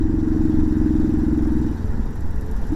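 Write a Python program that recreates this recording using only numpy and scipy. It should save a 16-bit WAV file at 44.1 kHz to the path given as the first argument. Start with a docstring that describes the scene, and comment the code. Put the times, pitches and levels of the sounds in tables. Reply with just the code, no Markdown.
"""On a road, from the rider's seat of a single-cylinder motorcycle that slowly loses speed.
Close by, each engine cycle gives an exhaust thump, an intake honk (pulses that ring ducts) and valve ticks
(short noise bursts). The engine cuts out, is turned over by the wheel, coughs and catches again.
Around it are coloured noises: tyre roar, frame rumble, gear hiss and wind buffeting the microphone;
a faint wavering hum and light knocks come from the bodywork."""
import sys
import numpy as np
from scipy import signal
from scipy.fft import rfft
from scipy.io import wavfile
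from scipy.ndimage import uniform_filter1d

SR = 44100
rng = np.random.default_rng(int(sys.argv[2]) if len(sys.argv) > 2 else 0)


def put_to_file(sound):
    """Save the sound as 16-bit audio at rate SR, in the file named by the first command-line argument."""
    columns = np.atleast_2d(sound).T  # one column per channel
    safe = np.clip(columns, -1, 1)
    whole_steps = np.round(safe * 32767)
    wavfile.write(sys.argv[1], SR, whole_steps.astype(np.int16))


N = 121275
TIME = np.arange(N) / SR

# All spectra give relative level per Hz.
# tyres and rushing air: (frequency [Hz], level [dB])
ROAD_COLOUR = [(150, -8.5), (380, 2), (500, 0), (630, -4.5), (780, -1.5), (900, 0.5), (1200, -9),
               (1500, -5.5), (1900, -9), (2250, -23), (3500, -35), (8000, -55)]
# strength of the road sound: (time [s], level [dB])
ROAD_LEVEL = [(0, -1), (.8, 1), (1.6, .5), (2.2, -1), (2.72, 0.5)]
# road rumble through the frame: (frequency [Hz], level [dB])
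RUMBLE_COLOUR = [(20, -2), (60, -5.5), (110, 2.5), (160, -4), (215, -2), (300, -9), (380, -12.5),
                 (500, -21.5), (1000, -66)]
# wind on the microphone: (frequency [Hz], level [dB])
WIND_COLOUR = [(2, -41.5), (5, 8.5), (9, 1), (20, -0.5), (40, -3), (65, -7), (100, -28.5), (200, -29),
               (400, -68.5), (2000, -100)]
# gusts: (time [s], level [dB])
GUSTS = [(0, 3.5), (.3, -2.5), (.5, -0.5), (.58, 5.5), (.72, -3.5), (.85, -1), (1.2, -2), (1.65, -2.5),
         (1.85, -1), (2.02, 5.5), (2.12, -1.5), (2.28, 4), (2.45, 3), (2.6, 2.5), (2.75, -1)]
# faint hum of the bodywork: (time [s], level [dB])
HUM_LEVEL = [(0, -54), (.2, -46), (.6, -55), (1.6, -52.5), (1.85, -42.5), (2.05, -49.5), (2.2, -61),
             (2.5, -42), (2.75, -49.5)]
# light knocks of the bodywork: (time [s], level [dB])
KNOCKS = [(1.453, -34), (1.881, -40), (2.624, -38)]
# spectrum of a knock: (frequency [Hz], level [dB])
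KNOCK_COLOUR = [(200, -20), (400, 8), (900, 5), (1700, -6), (2500, -31), (8000, -53)]
# hiss of chain and gears: (frequency [Hz], level [dB])
WHIR_COLOUR = [(1500, -39), (2300, -1), (3000, 0.5), (3800, 1.5), (4500, -1), (5050, 2), (5350, -8),
               (5750, 0.5), (6300, -6.5), (7400, 0), (8600, -13), (11000, -7), (14000, -14), (15700, -19.5)]
# strength of the hiss and the casing: (time [s], level [dB])
WHIR_LEVEL = [(0, -2), (.5, 1.5), (1.4, 0.5), (1.68, 2), (1.9, -.5), (2.2, -1), (2.42, -1.5), (2.72, 1.5)]
# resonances of the engine casing: (frequency [Hz], width [Hz], level [dB])
CASING = [(2480, 190, -3.5), (3770, 50, -3.5), (5045, 90, -4.5), (5564, 90, -1), (5860, 46, -1.5),
          (6980, 660, -9)]
# spectrum of the valve ticks: (frequency [Hz], level [dB])
TICK_COLOUR = [(2000, -31), (4000, -12), (7500, -1.5), (8800, -10), (9700, -2), (12500, -2.5), (14200, -10),
               (15000, -8.5), (15700, -23.5)]
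# strength of the valve ticks: (time [s], level [dB])
TICK_LEVEL = [(0, -14), (.5, -8), (.9, -5), (1.55, -5.5), (2.0, -8), (2.2, -2), (2.27, -7), (2.42, -1.5),
              (2.52, -1.5), (2.65, -3.5), (2.72, -2)]
# pulses of the cough while the engine is dead: (time [s], level [dB])
COUGHS = [(1.98, -8.5), (1.994, -3)]
# ring of a cough: (frequency [Hz], level [dB], t60 [s])
COUGH_RING = [(44.7, -18, 0.083), (129, -12, 0.01), (224, -10.5, 0.06)]
# ring of the airbox: (frequency [Hz], level [dB], t60 [s])
AIRBOX = [(314.2, -13, 0.11), (278.7, -28.5, .045), (62.7, -29, 0.35), (198, -34, 0.16)]
# strength of the intake honk: (time [s], level [dB])
THROTTLE = [(0, 1), (.3, 2.5), (1.0, 4.5), (1.62, 1.5), (1.672, .5), (1.695, -8), (1.718, -1), (1.745, -28),
            (2.70, -27), (2.72, 2.5)]
# thump of the exhaust: (frequency [Hz], level [dB], t60 [s])
EXHAUST = [(84, -18, 0.14), (160, -15.5, .015)]
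# strength of the exhaust thump: (time [s], level [dB])
LOAD = [(0, 3), (.4, 3), (1.6, -1.5), (1.75, -2.5), (1.85, 2.5), (2.1, -12), (2.2, -1), (2.36, -3),
        (2.55, -22), (2.72, -5)]
# ring of the exhaust pipe: (frequency [Hz], level [dB], t60 [s])
PIPE = [(231.4, -16, 0.067), (167, -24.5, 0.051)]
# strength of the pipe ring: (time [s], level [dB])
PIPE_LEVEL = [(0, -9), (0.399, 0.5), (1.65, 4), (1.75, -2.5), (1.85, -9), (2.1, -13.5), (2.35, -11),
              (2.55, -20), (2.72, -4.5)]

# noise levels before their time curves; patchiness is the rms drift
ROAD_DB, ROAD_PATCHY_DB, RUMBLE_DB = -42.5, .8, -31
WIND_DB, WIND_PATCHY_DB = -23, .5
# mean pitch, rms pitch waver as a share, rms flicker of the level
HUM_HZ, HUM_WAVER, HUM_FLICKER_DB = 432, .0065, 2.5
KNOCK_DECAY_S = .006
# depth of the swell, and the share of a cycle at which it peaks
WHIR_DB, CASING_DB, WHIR_PULSING, WHIR_AT = -59.5, -68.5, .17, .34
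# cycle rate at time zero, and its steady fall in cycles/s per second
FIRST_S, CYCLES_PER_S, SLOWING_PER_S2 = .0096, 22.92, 1.395
# places in the engine cycle, as shares of a cycle
INTAKE_AT, EXHAUST_AT, TICK_AT, CLOSE_AT = -.019, .678, -.055, .70
TICK_DB, CLOSE_DB, TICK_UNEVEN_DB = -53.5, -9, 1.3
TICK_RISE_S, TICK_DECAY_S, TICK_TAIL_DB, TICK_TAIL_S = .0009, .003, -1, .010
# the honk starts flat by this share of its pitch, then settles
FLAT_START, SETTLE_S, RISE_S = .25, .0033, .001
# spread from pulse to pulse of level, timing and pitch (a share)
UNEVEN_DB, JITTER_S, DETUNE = .7, .00012, .005
MUFFLE_HZ, EDGE_HZ = 422, 15700


def amp(db):
    """Decibels to gain."""
    return 10 ** (np.asarray(db) / 20)


def unit(x):
    """Scales to rms 1."""
    return x / np.sqrt(np.mean(x ** 2) + 1e-20)


def level(points):
    """Gain over time of a (time [s], level [dB]) curve."""
    return amp(np.interp(TIME, *np.transpose(points)))


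def colour(points, hz):
    """Gain of a (frequency [Hz], level [dB]) spectrum, drawn on a log frequency axis."""
    f, db = np.transpose(points)
    return amp(np.interp(np.log(hz + 1), np.log(f), db))


def add(mix, s, sound):
    """Mixes a sound in at time s, trimmed to the ends of the mix."""
    start = round(s * SR)
    sound = sound[max(-start, 0):]
    part = mix[max(start, 0):][:len(sound)]
    part += sound[:len(part)]


def noise(spectrum, patchy_db=0):
    """Coloured noise of rms 1 whose level drifts in small patches of time and frequency."""
    z = signal.stft(rng.standard_normal(N), nperseg=512)[2]
    patches = uniform_filter1d(rng.standard_normal(z.shape), size=5, axis=0)
    patches = unit(uniform_filter1d(patches, size=5, axis=1))
    patchy = signal.istft(z * amp(patchy_db * patches), nperseg=512)[1][:N]
    gain = colour(spectrum, np.fft.rfftfreq(N, 1 / SR))
    return unit(np.fft.irfft(rfft(patchy) * gain, N))


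def cycles(s):
    """Engine cycles completed at time s, as the bike slows evenly."""
    return CYCLES_PER_S * (s - FIRST_S) - SLOWING_PER_S2 * s ** 2 / 2


def moments(place):
    """The times at which the engine passes one place in its cycle."""
    s = np.linspace(-.1, N / SR + .1, 3000)
    return np.interp(np.arange(-1, cycles(N / SR)) + place, cycles(s), s)


def wind():
    """Lumpy low noise of wind buffeting the microphone, rising and falling in gusts."""
    return amp(WIND_DB) * level(GUSTS) * noise(WIND_COLOUR, WIND_PATCHY_DB)


def road():
    """Tyre roar and rushing air, with road rumble carried through the frame."""
    roar = amp(ROAD_DB) * noise(ROAD_COLOUR, ROAD_PATCHY_DB)
    rumble = amp(RUMBLE_DB) * noise(RUMBLE_COLOUR, patchy_db=2.5)
    return level(ROAD_LEVEL) * (roar + rumble)


def hum():
    """A faint bodywork tone; slow noises make its pitch waver and its level flicker."""
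    slow = [(10, 0), (30, -10), (100, -60), (300, -100)]
    waver, flicker = noise(slow), noise(slow)
    pitch = HUM_HZ * (1 + HUM_WAVER * waver)
    tone = np.sqrt(2) * np.sin(2 * np.pi * np.cumsum(pitch) / SR)
    return level(HUM_LEVEL) * amp(HUM_FLICKER_DB * flicker) * tone


def knocks():
    """Loose bodywork knocks lightly on bumps: noise bursts that die away at once."""
    t, envelope = np.arange(SR // 20) / SR, np.zeros(N)
    for s, db in KNOCKS:
        add(envelope, s, amp(db) * np.exp(-t / KNOCK_DECAY_S))
    return envelope * noise(KNOCK_COLOUR)


def whir():
    """Hiss of chain and gears that swells once per cycle, with a faint ring of the casing."""
    swell = 1 + WHIR_PULSING * np.cos(2 * np.pi * (cycles(TIME) - WHIR_AT))
    casing = np.zeros(N)
    for hz, width, db in CASING:
        resonator = signal.iirpeak(hz, hz / width, SR)
        casing += amp(db) * unit(signal.lfilter(*resonator, rng.standard_normal(N)))
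    hiss = amp(WHIR_DB) * noise(WHIR_COLOUR, patchy_db=2.5)
    return level(WHIR_LEVEL) * swell * (hiss + amp(CASING_DB) * casing)


def valves():
    """A strong tick and a weaker one in every cycle: noise bursts with a short metallic tail."""
    t, envelope = np.arange(SR // 20) / SR, np.zeros(N)
    tail = amp(TICK_TAIL_DB) * np.exp(-t / TICK_TAIL_S)
    tick = (1 - np.exp(-t / TICK_RISE_S)) * (np.exp(-t / TICK_DECAY_S) + tail)
    for place, db in ((TICK_AT, 0), (CLOSE_AT, CLOSE_DB)):
        for s in moments(place):
            add(envelope, s, amp(db + TICK_UNEVEN_DB * rng.standard_normal()) * tick)
    return amp(TICK_DB) * level(TICK_LEVEL) * envelope * noise(TICK_COLOUR)


def ring(modes, stretch=1, flat=0):
    """A pressure pulse rings a cavity; it can start flat while its valve is still open."""
    t = np.arange(SR // 4) / SR
    # running slow at first lowers the pitch
    warped = stretch * (t - flat * SETTLE_S * (1 - np.exp(-t / SETTLE_S)))
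    waves = np.zeros(len(t))
    for hz, db, t60 in modes:
        waves += amp(db - 60 * t / t60) * np.sin(2 * np.pi * hz * warped)
    return -waves * (1 - np.exp(-t / RISE_S))


def coughs():
    """Weak, stray firing in the dead engine: gas pulses that ring and die."""
    out = np.zeros(N)
    for s, db in COUGHS:
        add(out, s, amp(db) * ring(COUGH_RING))
    return out


def pulses(place, modes, strength, flat=0):
    """One gas pulse per cycle, each a little different, muffled by the ducts."""
    out = np.zeros(N)
    for s in moments(place):
        size, late, sharp = rng.standard_normal(3)
        pulse = amp(UNEVEN_DB * size) * ring(modes, 1 + DETUNE * sharp, flat)
        add(out, s + JITTER_S * late, pulse)
    muffle = signal.butter(5, MUFFLE_HZ, fs=SR, output="sos")
    return signal.sosfiltfilt(muffle, level(strength) * out)


def intake():
    """The honk of the airbox, rung by one pulse per cycle and rising from a flat start."""
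    return pulses(INTAKE_AT, AIRBOX, THROTTLE, FLAT_START)


def exhaust():
    """The exhaust thump and the ring of its pipe, set off by one gas pulse per cycle."""
    return pulses(EXHAUST_AT, EXHAUST, LOAD) + pulses(EXHAUST_AT, PIPE, PIPE_LEVEL)


def scene():
    """Wind, road, bodywork and engine at one microphone."""
    background = wind() + road() + hum() + knocks()
    engine = whir() + valves() + coughs() + intake() + exhaust()
    return (background + engine)[None]


def record(dry):
    """The recorder's band limit: a steep low-pass."""
    low_pass = signal.firwin(511, EDGE_HZ, window=("kaiser", 9), fs=SR)
    return signal.oaconvolve(dry, low_pass[None], "same")


dry = scene()
out = record(dry)
put_to_file(out)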